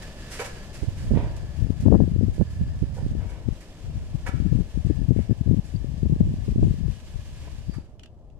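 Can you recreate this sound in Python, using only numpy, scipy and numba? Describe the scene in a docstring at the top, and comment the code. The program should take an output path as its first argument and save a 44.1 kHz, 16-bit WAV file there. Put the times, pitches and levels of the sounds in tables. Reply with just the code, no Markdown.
"""Footsteps on fallen plaster in a draughty ruin

Someone walks over plaster rubble in an empty building: soles slide on grit, crush flakes, rock chunks.
A draught, far louder than the steps, buffets two microphone ports separately: noise whose low-pass
corner follows the eddies, plus pressure pulses. Steps are streams of tiny fractures through resonances.
Behind lie a fracture-grain hiss and a low noise murmur from outdoors; resonated noise squeaks thinly.
Near the end the hiss dies and a few chips tick: short noise bursts ringing in their modes."""
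import sys
import numpy as np
from scipy import signal
from scipy.fft import rfft, irfft, next_fast_len
from scipy.io import wavfile
from scipy.ndimage import uniform_filter1d, minimum_filter1d
from numba import njit

SR = 44100
rng = np.random.default_rng(int(sys.argv[2]) if len(sys.argv) > 2 else 0)


def wav_out(sig):
    """Save sig, one row per channel (or a flat mono array), as 16-bit PCM at SR to the path in sys.argv[1]."""
    wavfile.write(sys.argv[1], SR, np.round(np.clip(np.atleast_2d(sig).T, -1, 1) * 32767).astype(np.int16))


N = 369999
TIME = np.arange(N) / SR
PORT_LAG_S = 0.00009  # the left port hears the scene later

# flakes crushed: (start [s], level [dB], hold [s], decay [s], strongest ring [Hz],
# fall away from there [dB/octave], grit re level [dB])
CRUNCHES = [(0.387, -34, 0.0086, 0.0061, 1890, 3, -21), (0.395, -32.5, 0.018, 0.011, 530, 4, -10.5),
            (0.44, -40.5, 0.014, 0.015, 586, 3, -3), (4.26, -34.5, 0.021, 0.011, 1480, 4.5, -11.5),
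            (7.73, -53.5, 0.015, 0.021, 1150, 18, -4)]
CRUNCH_RISE_S = 0.008
# hollow resonances of crushed plaster: (frequency [Hz], width [Hz], level [dB])
CRUNCH_MODES = [(516, 74, 6.5), (773, 60, 1.5), (965, 55, 2.5), (1332, 64, 0.5), (1495, 150, -0.5),
                (1694, 110, 0.5), (1884, 100, -3), (2240, 87, 2), (2445, 150, -8.5), (2850, 220, -6),
                (3480, 65, -8.5)]


def from_db(db):
    """Decibels to gain."""
    return 10 ** (np.asarray(db) / 20)


def rms_one(x):
    """Scale to an rms of 1."""
    return x / np.sqrt(np.mean(x ** 2) + 1e-20)


def in_time(rows):
    """Interpolate each column of a table over TIME."""
    s, *columns = np.transpose(rows)
    return [np.interp(TIME, s, column) for column in columns]


def at_hz(points, hz):
    """Read a spectrum on a log-frequency axis."""
    f, value = np.transpose(points)
    return np.interp(np.log(np.maximum(hz, 1)), np.log(f), value)


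def filtered(x, order, hz, kind="low"):
    """Butterworth filter."""
    return signal.sosfilt(signal.butter(order, hz, kind, fs=SR, output="sos"), x)


def span(start_s, end_s):
    """Sample slice between two times."""
    return slice(int(start_s * SR), int(end_s * SR))


def coloured(pair, spectrum):
    """Colour two unrelated signals into stereo: alike in the bass, diffuse in the treble."""
    # (frequency [Hz], left-right correlation [-1 to 1])
    likeness = [(60, 1), (130, 0.96), (630, 0.97), (1370, 0.9), (3000, 0.19), (14000, 0.094)]
    size = next_fast_len(N)
    hz = np.arange(size // 2 + 1) * SR / size
    mid, side = rfft(pair, size) * from_db(at_hz(spectrum, hz))
    alike = np.clip(at_hz(likeness, hz), -1, 1)
    ports = np.sqrt(1 + alike) * mid + np.sqrt(1 - alike) * side * [[1], [-1]]
    ports[0] *= np.exp(-2j * np.pi * hz * PORT_LAG_S)
    return rms_one(irfft(ports, size)[:, :N])


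def resonate(x, modes):
    """Parallel two-pole resonances with alternating signs, scaled to an rms of 1."""
    out = 0
    for k, (hz, width_hz, db) in enumerate(modes):
        r = np.exp(-np.pi * width_hz / SR)
        poles = [1, -2 * r * np.cos(2 * np.pi * hz / SR), r * r]
        gain = (-1) ** k * from_db(db) * (1 - r * r) / 2
        out = out + gain * signal.lfilter([1, 0, -1], poles, x)
    return rms_one(out)


def grains(per_s, spread_db):
    """Two streams of tiny fractures, most small and a few large."""
    sizes = from_db(spread_db * np.minimum(rng.exponential(1, (2, N)), 4))
    happens = rng.random((2, N)) < per_s / SR
    return happens * sizes * rng.choice([-1, 1], (2, N))


def drift(corner_hz):
    """Smooth random curve of rms 1: noise through a double pole."""
    knots_per_s = 400
    knots = rng.standard_normal(int(N / SR * knots_per_s))
    r = np.exp(-2 * np.pi * corner_hz / knots_per_s)
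    slow = rms_one(signal.lfilter([1], [1, -2 * r, r * r], knots))
    return np.interp(TIME, np.linspace(0, TIME[-1], len(slow)), slow)


def room(x, t60_s, wet_db, wall_hz):
    """Bare walls return a short, dull tail of decaying noise."""
    t = TIME[:SR // 2]
    tail = rng.standard_normal((2, len(t))) * from_db(-60 * t / t60_s) * (t > 0.008)
    tail = filtered(tail / np.sqrt(np.sum(tail ** 2) / 2), 1, wall_hz)
    return x + from_db(wet_db) * signal.fftconvolve(x, tail, axes=1)[:, :N]


@njit
def moving_low_pass(x, step, damping):
    """A two-pole low-pass whose corner moves from sample to sample."""
    out, low, band = np.zeros(len(x)), 0., 0.
    for i in range(len(x)):
        low += step[i] * band
        band += step[i] * (x[i] - low - damping * band)
        out[i] = low
    return out


def lulls(port):
    """Brief dips of the draught at this port, in dB."""
    # (centre [s], port)
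    lull_times = [(0.9, "left"), (1.155, "left"), (1.92, "right"), (2.19, "right"), (2.28, "right"),
                  (2.71, "right"), (2.805, "right"), (3.925, "left"), (4.07, "left"), (4.205, "left"),
                  (4.316, "left"), (4.71, "left"), (4.83, "left"), (4.945, "left"), (5.07, "left"),
                  (5.265, "left"), (5.354, "left"), (5.45, "left"), (5.625, "left"), (5.967, "left"),
                  (6.185, "left"), (6.36, "left"), (6.453, "left"), (6.54, "left"), (6.767, "left")]
    depth_db, half_length_s = -8, 0.014
    dips = [np.exp(-((TIME - s) / half_length_s) ** 2) for s, side in lull_times if side == port]
    return depth_db * np.max(dips, axis=0)


def eddies_on(port, draught_db):
    """Big eddies of this port and a random train of small ones that follow the draught."""
    # (centre [s], level [dB], length [s], port)
    big_eddies = [(0.834, -20, 0.02, "right"), (0.882, -16, 0.011, "right"), (1.118, -14, 0.016, "right"),
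                  (1.143, -19, 0.029, "right"), (1.167, -14.5, 0.016, "right"), (1.608, -18, 0.036, "left"),
                  (1.648, -15.5, 0.022, "left"), (1.704, -15, 0.0088, "left"), (1.832, -23, 0.018, "right"),
                  (1.874, -9.5, 0.027, "left"), (1.902, -13.5, 0.012, "left"), (1.941, -9, 0.044, "left"),
                  (2.019, -12.5, 0.042, "left"), (2.189, -15, 0.0097, "left"), (2.232, -13, 0.008, "left"),
                  (2.243, -17.5, 0.0068, "left"), (2.29, -21, 0.013, "left"), (2.411, -13.5, 0.03, "right"),
                  (2.615, -21.5, 0.042, "right"), (2.83, -18, 0.025, "right"), (2.928, -24, 0.013, "right"),
                  (3.047, -22.5, 0.037, "right"), (3.191, -19, 0.016, "left"), (3.473, -23, 0.032, "left"),
                  (3.516, -21, 0.022, "left"), (3.965, -22, 0.02, "left"), (4.15, -18.5, 0.014, "left"),
                  (4.344, -15, 0.016, "left"), (4.462, -15.5, 0.021, "left"), (4.507, -32, 0.0043, "left"),
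                  (4.532, -14, 0.027, "left"), (4.579, -17, 0.068, "left"), (4.774, -19.5, 0.042, "left"),
                  (4.867, -14, 0.0091, "left"), (4.907, -17, 0.03, "left"), (5.01, -20.5, 0.02, "left"),
                  (5.113, -14.5, 0.026, "left"), (5.194, -16, 0.031, "left"), (5.313, -14.5, 0.024, "left"),
                  (5.415, -16, 0.0078, "left"), (5.483, -16, 0.035, "left"), (5.522, -14, 0.04, "left"),
                  (5.582, -16.5, 0.026, "left"), (5.751, -17.5, 0.018, "left"),
                  (6.042, -23.5, 0.024, "left"), (6.059, -16, 0.021, "left"), (6.122, -15, 0.029, "left"),
                  (6.21, -11.5, 0.012, "left"), (6.232, -15, 0.021, "left"), (6.265, -18, 0.022, "left"),
                  (6.487, -16.5, 0.013, "left"), (6.518, -17.5, 0.019, "left"),
                  (6.59, -12.5, 0.018, "left"), (6.647, -15, 0.057, "left"), (6.705, -17, 0.022, "left"),
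                  (6.872, -19.5, 0.068, "left"), (7.157, -25, 0.028, "left"), (7.694, -20, 0.017, "left"),
                  (7.774, -22.5, 0.02, "left")]
    small_per_s, small_s, over_draught_db, spread_db = 18, 0.0089, 5.5, 4
    chance = rng.standard_normal((200, 3))
    times = np.cumsum(np.exp(0.4 * chance[:, 0]) / small_per_s)
    levels_db = np.interp(times, TIME, draught_db) + over_draught_db + spread_db * chance[:, 1]
    lengths_s = small_s * np.exp(0.3 * chance[:, 2])
    small = [eddy for eddy in zip(times, levels_db, lengths_s) if eddy[0] < TIME[-1]]
    return small + [(s, db, length_s) for s, db, length_s, side in big_eddies if side == port]


def knocks(port):
    """A tight whirl's core is one smooth pressure pulse of random shape; tighter whirls knock higher."""
    # (centre [s], level [dB], pitch [Hz], port)
    whirls = [(0.833, -15.5, 202, "right"), (1.115, -11.5, 190, "right"), (1.137, -11, 215, "right"),
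              (1.174, -6.5, 219, "right"), (1.669, -20, 175, "left"), (1.705, -7, 150, "left"),
              (1.864, -1.5, 176, "left"), (1.884, -1.5, 260, "left"), (1.926, -7, 330, "left"),
              (1.943, -7.5, 335, "left"), (1.951, -7, 355, "left"), (2.004, -5.5, 272, "left"),
              (2.043, -13, 171, "left"), (2.079, -10, 156, "left"), (2.163, -11, 165, "left"),
              (2.212, -8.5, 180, "left"), (2.284, -12, 153, "left"), (2.382, -19, 215, "right"),
              (2.412, -9, 263, "right"), (2.613, -15.5, 145, "right"), (2.838, -13, 141, "right"),
              (3.064, -13.5, 155, "right"), (3.153, -14.5, 160, "left"), (3.488, -7.5, 147, "left"),
              (4.293, -19.5, 138, "left"), (4.342, -10, 116, "left"), (4.402, -12, 110, "left"),
              (4.529, -10.5, 175, "left"), (4.589, -10.5, 141, "left"), (4.776, -6.5, 112, "left"),
              (4.901, -4.5, 148, "left"), (4.91, -17, 190, "left"), (5.017, -13, 132, "left"),
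              (5.109, -4.5, 159, "left"), (5.119, -8.5, 156, "left"), (5.164, -7, 161, "left"),
              (5.191, -10, 215, "left"), (5.297, -9, 146, "left"), (5.311, -9, 184, "left"),
              (5.326, -12.5, 150, "left"), (5.479, -15, 183, "left"), (5.513, -6.5, 162, "left"),
              (5.543, -10, 154, "left"), (5.845, -15.5, 167, "left"), (6.032, -10, 152, "left"),
              (6.098, -10.5, 139, "left"), (6.124, -12, 160, "right"), (6.163, -13, 150, "left"),
              (6.207, -7.5, 187, "left"), (6.34, -16.5, 163, "left"), (6.485, -20, 129, "left"),
              (6.56, -7, 139, "right"), (6.591, -25, 150, "left"), (6.629, -9, 195, "left"),
              (6.654, -16, 157, "left"), (6.741, -17.5, 155, "left"), (7.697, -18.5, 140, "left"),
              (7.785, -15.5, 141, "left")]
    out = np.zeros(N)
    for (s, db, hz, side), turn in zip(whirls, rng.random(len(whirls))):
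        if side == port:
            near = span(s - 10 / hz, s + 10 / hz)
            pulse = np.exp(2j * np.pi * turn) / (1 - 1j * np.pi * hz * (TIME[near] - s)) ** 3
            out[near] += from_db(db) * pulse.real
    return out


def buffeting(port, draught, eddy_hz):
    """Turbulence at one port: harder air makes smaller whirls, so the rumble reaches higher."""
    steady_db, trim_db = 4.0, 1.5
    calm_corner_hz, calm_db, db_per_octave = 83, -46, 26
    typical_eddy_db, eddy_db_per_octave = -14.5, 5
    damping, top_hz, low_cut_hz, leak_hz, even_s = 1.255, 330, 33, 29, 0.03

    level_db = in_time(draught)[0] + lulls(port)
    power = from_db(level_db + steady_db) ** 2
    # corner is power-weighted until divided by power
    corner = power * calm_corner_hz * 2 ** ((level_db - calm_db) / db_per_octave)
    for s, db, length_s in eddies_on(port, level_db):
        near = slice(max(int((s - 2 * length_s) * SR), 0), int((s + 2 * length_s) * SR))
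        # abrupt arrival and departure
        swell = from_db(db) ** 2 * np.exp(-np.abs(1.8 * (TIME[near] - s) / length_s) ** 4)
        rise = 2 ** ((db - typical_eddy_db) / eddy_db_per_octave)
        power[near] += swell
        corner[near] += swell * (calm_corner_hz + (eddy_hz - calm_corner_hz) * rise)

    # flutter: each quick surge is both brighter and stronger
    surge = from_db(1.7 * drift(70))
    step = 2 * np.pi * np.minimum(surge * corner / power, top_hz) / SR
    flow = rng.standard_normal(N) / np.sqrt(step)
    flow = moving_low_pass(moving_low_pass(flow, step, damping), step, damping)
    flow = filtered(flow, 2, low_cut_hz, "high")

    # even out the noise so that the eddies set its strength
    size = int(even_s * SR)
    flow_power = flow ** 2
    for _ in range(3):
        flow_power = uniform_filter1d(flow_power, size)
    strength = np.sqrt(flow_power + 1e-12)
    pressure = from_db(trim_db) * np.sqrt(power * surge) * flow / strength + knocks(port)
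    return filtered(pressure, 2, leak_hz, "high")


def air():
    """Fine restless hiss, a little to the right, with two wavering resonances, over an outdoor murmur."""
    # (frequency [Hz], density [dB/Hz])
    hiss_colour, murmur_colour = [(500, -15.5), (1000, -0.5), (1350, -3), (2000, -2.5), (2900, 0.5),
                                  (3900, -3.5), (5000, -4), (7600, -7), (10500, -14.5), (14000, -21.5)], [(55, 9.5), (130, 5), (330, -4), (480, -8), (610, -5.5),
                                                (850, -14.5), (1200, -24), (2500, -51)]
    # (frequency [Hz], width [Hz], level [dB])
    hiss_modes = [(1724, 61, 9.5), (4890, 120, 1.5)]
    # (time [s], level [dB])
    hiss_level, murmur_level = [(0, -50), (0.55, -52), (0.9, -55), (2.2, -59), (3.15, -59.5), (4.5, -56.5),
                                (5.6, -60), (7.4, -55), (7.76, -60), (7.98, -79), (8.39, -80)], [(0, -40), (0.55, -40.5), (0.95, -41), (2.4, -45),
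                                                    (3.4, -44), (5.2, -45), (7.5, -47.5), (8.39, -51.5)]
    # resonances against the hiss: (time [s], level [dB])
    ring_level = [(0, -3.5), (1.8, -4.5), (2.1, -8), (2.45, -1), (2.8, -6), (3.0, -3.5), (3.4, -12),
                  (3.65, -8), (4.0, -11.5), (5.15, -8), (5.5, -8), (5.7, -9), (6.4, -11)]
    # hollow just below the lower resonance: (time [s], depth [0-1])
    hollow_depth = [(4.4, 0), (4.85, 0.5), (6.2, .75), (7.0, 0.4)]
    hiss_gain_db, right_db, hollow_hz, pitch_wander = 1.0, 1.07, (1260, 1500), 0.012

    hiss_db, = in_time(hiss_level)
    murmur_db, = in_time(murmur_level)
    ring_db, = in_time(ring_level)
    hollow, = in_time(hollow_depth)
    flicker = from_db(hiss_gain_db + 1.07 * drift(20.0))
    hiss = flicker * coloured(grains(per_s=18000, spread_db=3.5), hiss_colour)

    ring = resonate(coloured(rng.standard_normal((2, N)), hiss_colour), hiss_modes)
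    bent_time = TIME + np.cumsum(pitch_wander * drift(5)) / SR
    waver = from_db(2.5 * drift(9))
    hiss += from_db(ring_db) * waver * [np.interp(bent_time, TIME, side) for side in ring]
    hiss -= np.clip(hollow, 0, 1) * filtered(hiss, 1, hollow_hz, "band")

    murmur = coloured(rng.standard_normal((2, N)), murmur_colour)
    placed_hiss = from_db(hiss_db) * hiss * from_db([[-right_db], [right_db]])
    return placed_hiss + from_db(murmur_db) * murmur


def press(s, db, rise_s, decay_s, hold_s=0):
    """Weight builds evenly, may rest, then eases away."""
    load, near = np.zeros(N), span(s, s + 1)
    t = np.maximum(TIME[near] - s, 0)
    release = np.exp(-np.maximum(t - rise_s - hold_s, 0) / decay_s)
    load[near] = from_db(db) * np.minimum(t / rise_s, 1) * release
    return load


def crunches():
    """Flakes give way in uneven runs of cracks that ring the plaster, each strongest near its own pitch."""
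    # (frequency [Hz], density [dB/Hz])
    crack_colour = [(200, -21), (450, 9.5), (2500, 2.0), (3500, -11.5), (6000, -9.5)]
    cracks = coloured(grains(per_s=1100, spread_db=1.5), crack_colour)
    out = np.zeros((2, N))
    for s, db, hold_s, decay_s, focus_hz, fall_db, _ in CRUNCHES:
        near = span(s, s + 0.5)
        load = press(s, db, CRUNCH_RISE_S, decay_s, hold_s)[near]
        ring = 0
        for hz, width_hz, mode_db in CRUNCH_MODES:
            mode_gain = from_db(mode_db - fall_db * abs(np.log2(hz / focus_hz)))
            ring = ring + mode_gain * resonate(load * cracks[:, near], [(hz, width_hz, 0)])
        out[:, near] += rms_one(ring) * np.sqrt(np.mean(load ** 2))
    return out


def footsteps():
    """Under the weight sand grinds brightly, flakes break with a hollow ring, the sole rubs dully."""
    # sole sliding on sand: (start [s], level [dB], decay [s], breaking flakes re level [dB])
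    slides = [(0.018, -45.5, 0.021, -7), (0.297, -39.5, 0.093, -6), (0.726, -47.5, 0.072, -9),
              (0.95, -52, 0.12, -5), (1.362, -49.5, 0.013, -21), (1.799, -50, 0.031, -19),
              (2.324, -55, 0.063, -19), (2.485, -57.5, 0.081, -7), (2.93, -55, 0.077, -20),
              (3.285, -54.5, 0.047, -3), (3.6, -52, 0.033, -8), (4.855, -58, 0.027, -21),
              (5.15, -60.5, 0.066, 6), (5.63, -56, 0.087, -22)]
    # sole dragging over rubble: (start [s], level [dB], rise [s], decay [s], flakes re level [dB])
    scuffs = [(1.13, -36, 0.051, 0.085, -21), (3.19, -49.5, 0.026, 0.091, -7),
              (3.29, -54, 0.061, 0.068, -20), (7.39, -50, 0.095, 0.0062, -6)]
    # (frequency [Hz], density [dB/Hz])
    grit_colour, scuff_colour = [(400, -54), (900, -4.5), (1900, 4), (3600, -2), (5000, 1), (8100, -1),
                                 (11000, -7.5), (14500, -18)], [(150, -16), (300, 8.5), (500, -4), (750, 1), (1000, -7),
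                                               (1400, -13.5), (2000, -12.5), (2900, -13), (3800, -23),
                                               (14000, -55)]
    flake_colour = [(200, -33), (450, -7.0), (3000, 2.5), (6000, -4.0)]
    rise_per_decay, thump_db = 0.3, -4

    grinding, breaking, rubbing = np.zeros((3, N))
    for s, db, decay_s, flakes_db in slides:
        load = press(s, db, rise_per_decay * decay_s, decay_s)
        grinding += load
        breaking += from_db(flakes_db) * load
    for s, db, hold_s, decay_s, _, _, grit_db in CRUNCHES:
        grinding += press(s, db + grit_db, CRUNCH_RISE_S, decay_s, hold_s)
    for s, db, rise_s, decay_s, flakes_db in scuffs:
        load = press(s, db, rise_s, decay_s)
        rubbing += load
        breaking += from_db(flakes_db) * load

    grit = coloured(grains(per_s=25000, spread_db=4.3), grit_colour)
    flakes = coloured(grains(per_s=3100, spread_db=7.0), flake_colour)
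    scuff = coloured(grains(per_s=5700, spread_db=3.5), scuff_colour)
    # the soft sole wakes mainly the low plaster resonances
    scuff = scuff + from_db(thump_db) * resonate(scuff, CRUNCH_MODES)
    steps = grinding * grit + breaking * resonate(flakes, CRUNCH_MODES) + rubbing * scuff + crunches()
    return room(steps, t60_s=0.58, wet_db=-6.0, wall_hz=4500)


def chunks():
    """A rocked plaster chunk knocks hollowly: one damped tone with a weaker overtone."""
    # (start [s], level [dB], pitch [Hz], swell [s])
    rocked_chunks = [(2.967, -38, 480, 0.0038), (2.976, -43, 770, 0.0047), (2.983, -36, 496, .004),
                     (3.014, -40, 447, 0.0027), (7.737, -50, 1195, 0.0049), (7.781, -46, 420, .0035)]
    overtone_ratio, overtone_db = 1.9, -9
    out = np.zeros((2, N))
    for s, db, hz, swell_s in rocked_chunks:
        near = span(s, s + 0.1)
        t = np.maximum(TIME[near] - s - [[PORT_LAG_S], [0]], 0)
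        tone = np.sin(2 * np.pi * hz * t)
        tone += from_db(overtone_db) * np.sin(2 * np.pi * overtone_ratio * hz * t)
        envelope = (t / swell_s * np.exp(1 - t / swell_s)) ** 2
        out[:, near] += from_db(db) * envelope * tone
    return room(out, t60_s=0.18, wet_db=-1.5, wall_hz=4500)


def squeak():
    """A thin, unsteady tone: noise through a narrow resonance twice, swelling and fading."""
    # (peak time [s], level [dB], swell and fade [s])
    squeaks = [(5.763, -52.5, 0.0069), (7.735, -58, 0.048)]
    level = sum(from_db(db) * np.exp(-np.abs(TIME - s) / fade_s) for s, db, fade_s in squeaks)
    mode = [(4680, 220, 0)]  # (frequency [Hz], width [Hz], level [dB])
    return level * resonate(resonate(rng.standard_normal((2, N)), mode), mode)


def chips():
    """Each plaster chip gives a short dry crack that rings in its modes."""
    # (start [s], level [dB])
    ticks = [(7.994, -41.5), (8.0332, -38), (8.058, -43.5), (8.3, -59)]
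    # (frequency [Hz], width [Hz], level [dB])
    chip_modes = [(1430, 630, -8), (2880, 410, -0.5), (3540, 240, -15), (6250, 1600, -23)]
    level_db, snap_db, crack_s = -6, -4, 0.0036
    touch = np.zeros(N)
    for s, db in ticks:
        touch += from_db(db) * (TIME >= s) * np.exp(-np.abs(TIME - s - crack_s / 2) / crack_s)
    crack = touch * rng.standard_normal((2, N)) + 1e-18
    snap = rms_one(filtered(crack, 2, [2500, 7500], "band"))
    tick = from_db(level_db) * crack.std() * (resonate(crack, chip_modes) + from_db(snap_db) * snap)
    return room(tick, t60_s=0.11, wet_db=-8, wall_hz=5000)


def scene():
    """Steps and air reach both ports; the wind strikes each on its own."""
    # draught on each port: (time [s], level [dB])
    draught_left, draught_right = [(0, -48), (0.32, -55.5), (0.88, -41), (1.1, -31.5), (1.45, -36),
                                   (1.64, -35), (2.28, -23), (2.38, -48), (2.7, -30.5), (2.92, -45),
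                                   (3.16, -28), (3.74, -57), (3.88, -32), (4.1, -39), (4.43, -25),
                                   (4.682, -38.5), (5.0, -26), (5.67, -39.5), (5.76, -31.5), (6.851, -28.5),
                                   (6.99, -43.5), (7.79, -39), (7.87, -57), (8.39, -49.5)], [(0.0, -57), (0.56, -69), (1.16, -26), (1.52, -49),
                                                         (1.719, -75.5), (1.8, -38.5), (3.0, -33.5),
                                                         (3.72, -63), (3.96, -38), (4.71, -58), (5.87, -51),
                                                         (6.27, -27), (6.43, -44.5), (6.63, -26.5),
                                                         (6.91, -56.5), (7.27, -45.5), (7.95, -52.5),
                                                         (8.39, -64)]
    wind_left = buffeting("left", draught_left, eddy_hz=180)
    wind_right = buffeting("right", draught_right, eddy_hz=224)
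    wind = np.array([wind_left, wind_right])
    steps = footsteps() * from_db([[-1.1], [1.1]])
    return wind + air() + steps + chunks() + squeak() + chips()


def record(dry):
    """A limiter eases the biggest thumps under full scale; the top is cut steeply."""
    ceiling, size, cutoff_hz = 0.93, int(0.004 * SR), 14600
    gain = minimum_filter1d(ceiling / np.maximum(np.abs(dry), ceiling), 2 * size)
    gain = uniform_filter1d(uniform_filter1d(gain, size), size)
    top_cut = signal.ellip(10, 0.1, 80, cutoff_hz, fs=SR, output="sos")
    return signal.sosfilt(top_cut, gain * dry)


dry = scene()
out = record(dry)
wav_out(out)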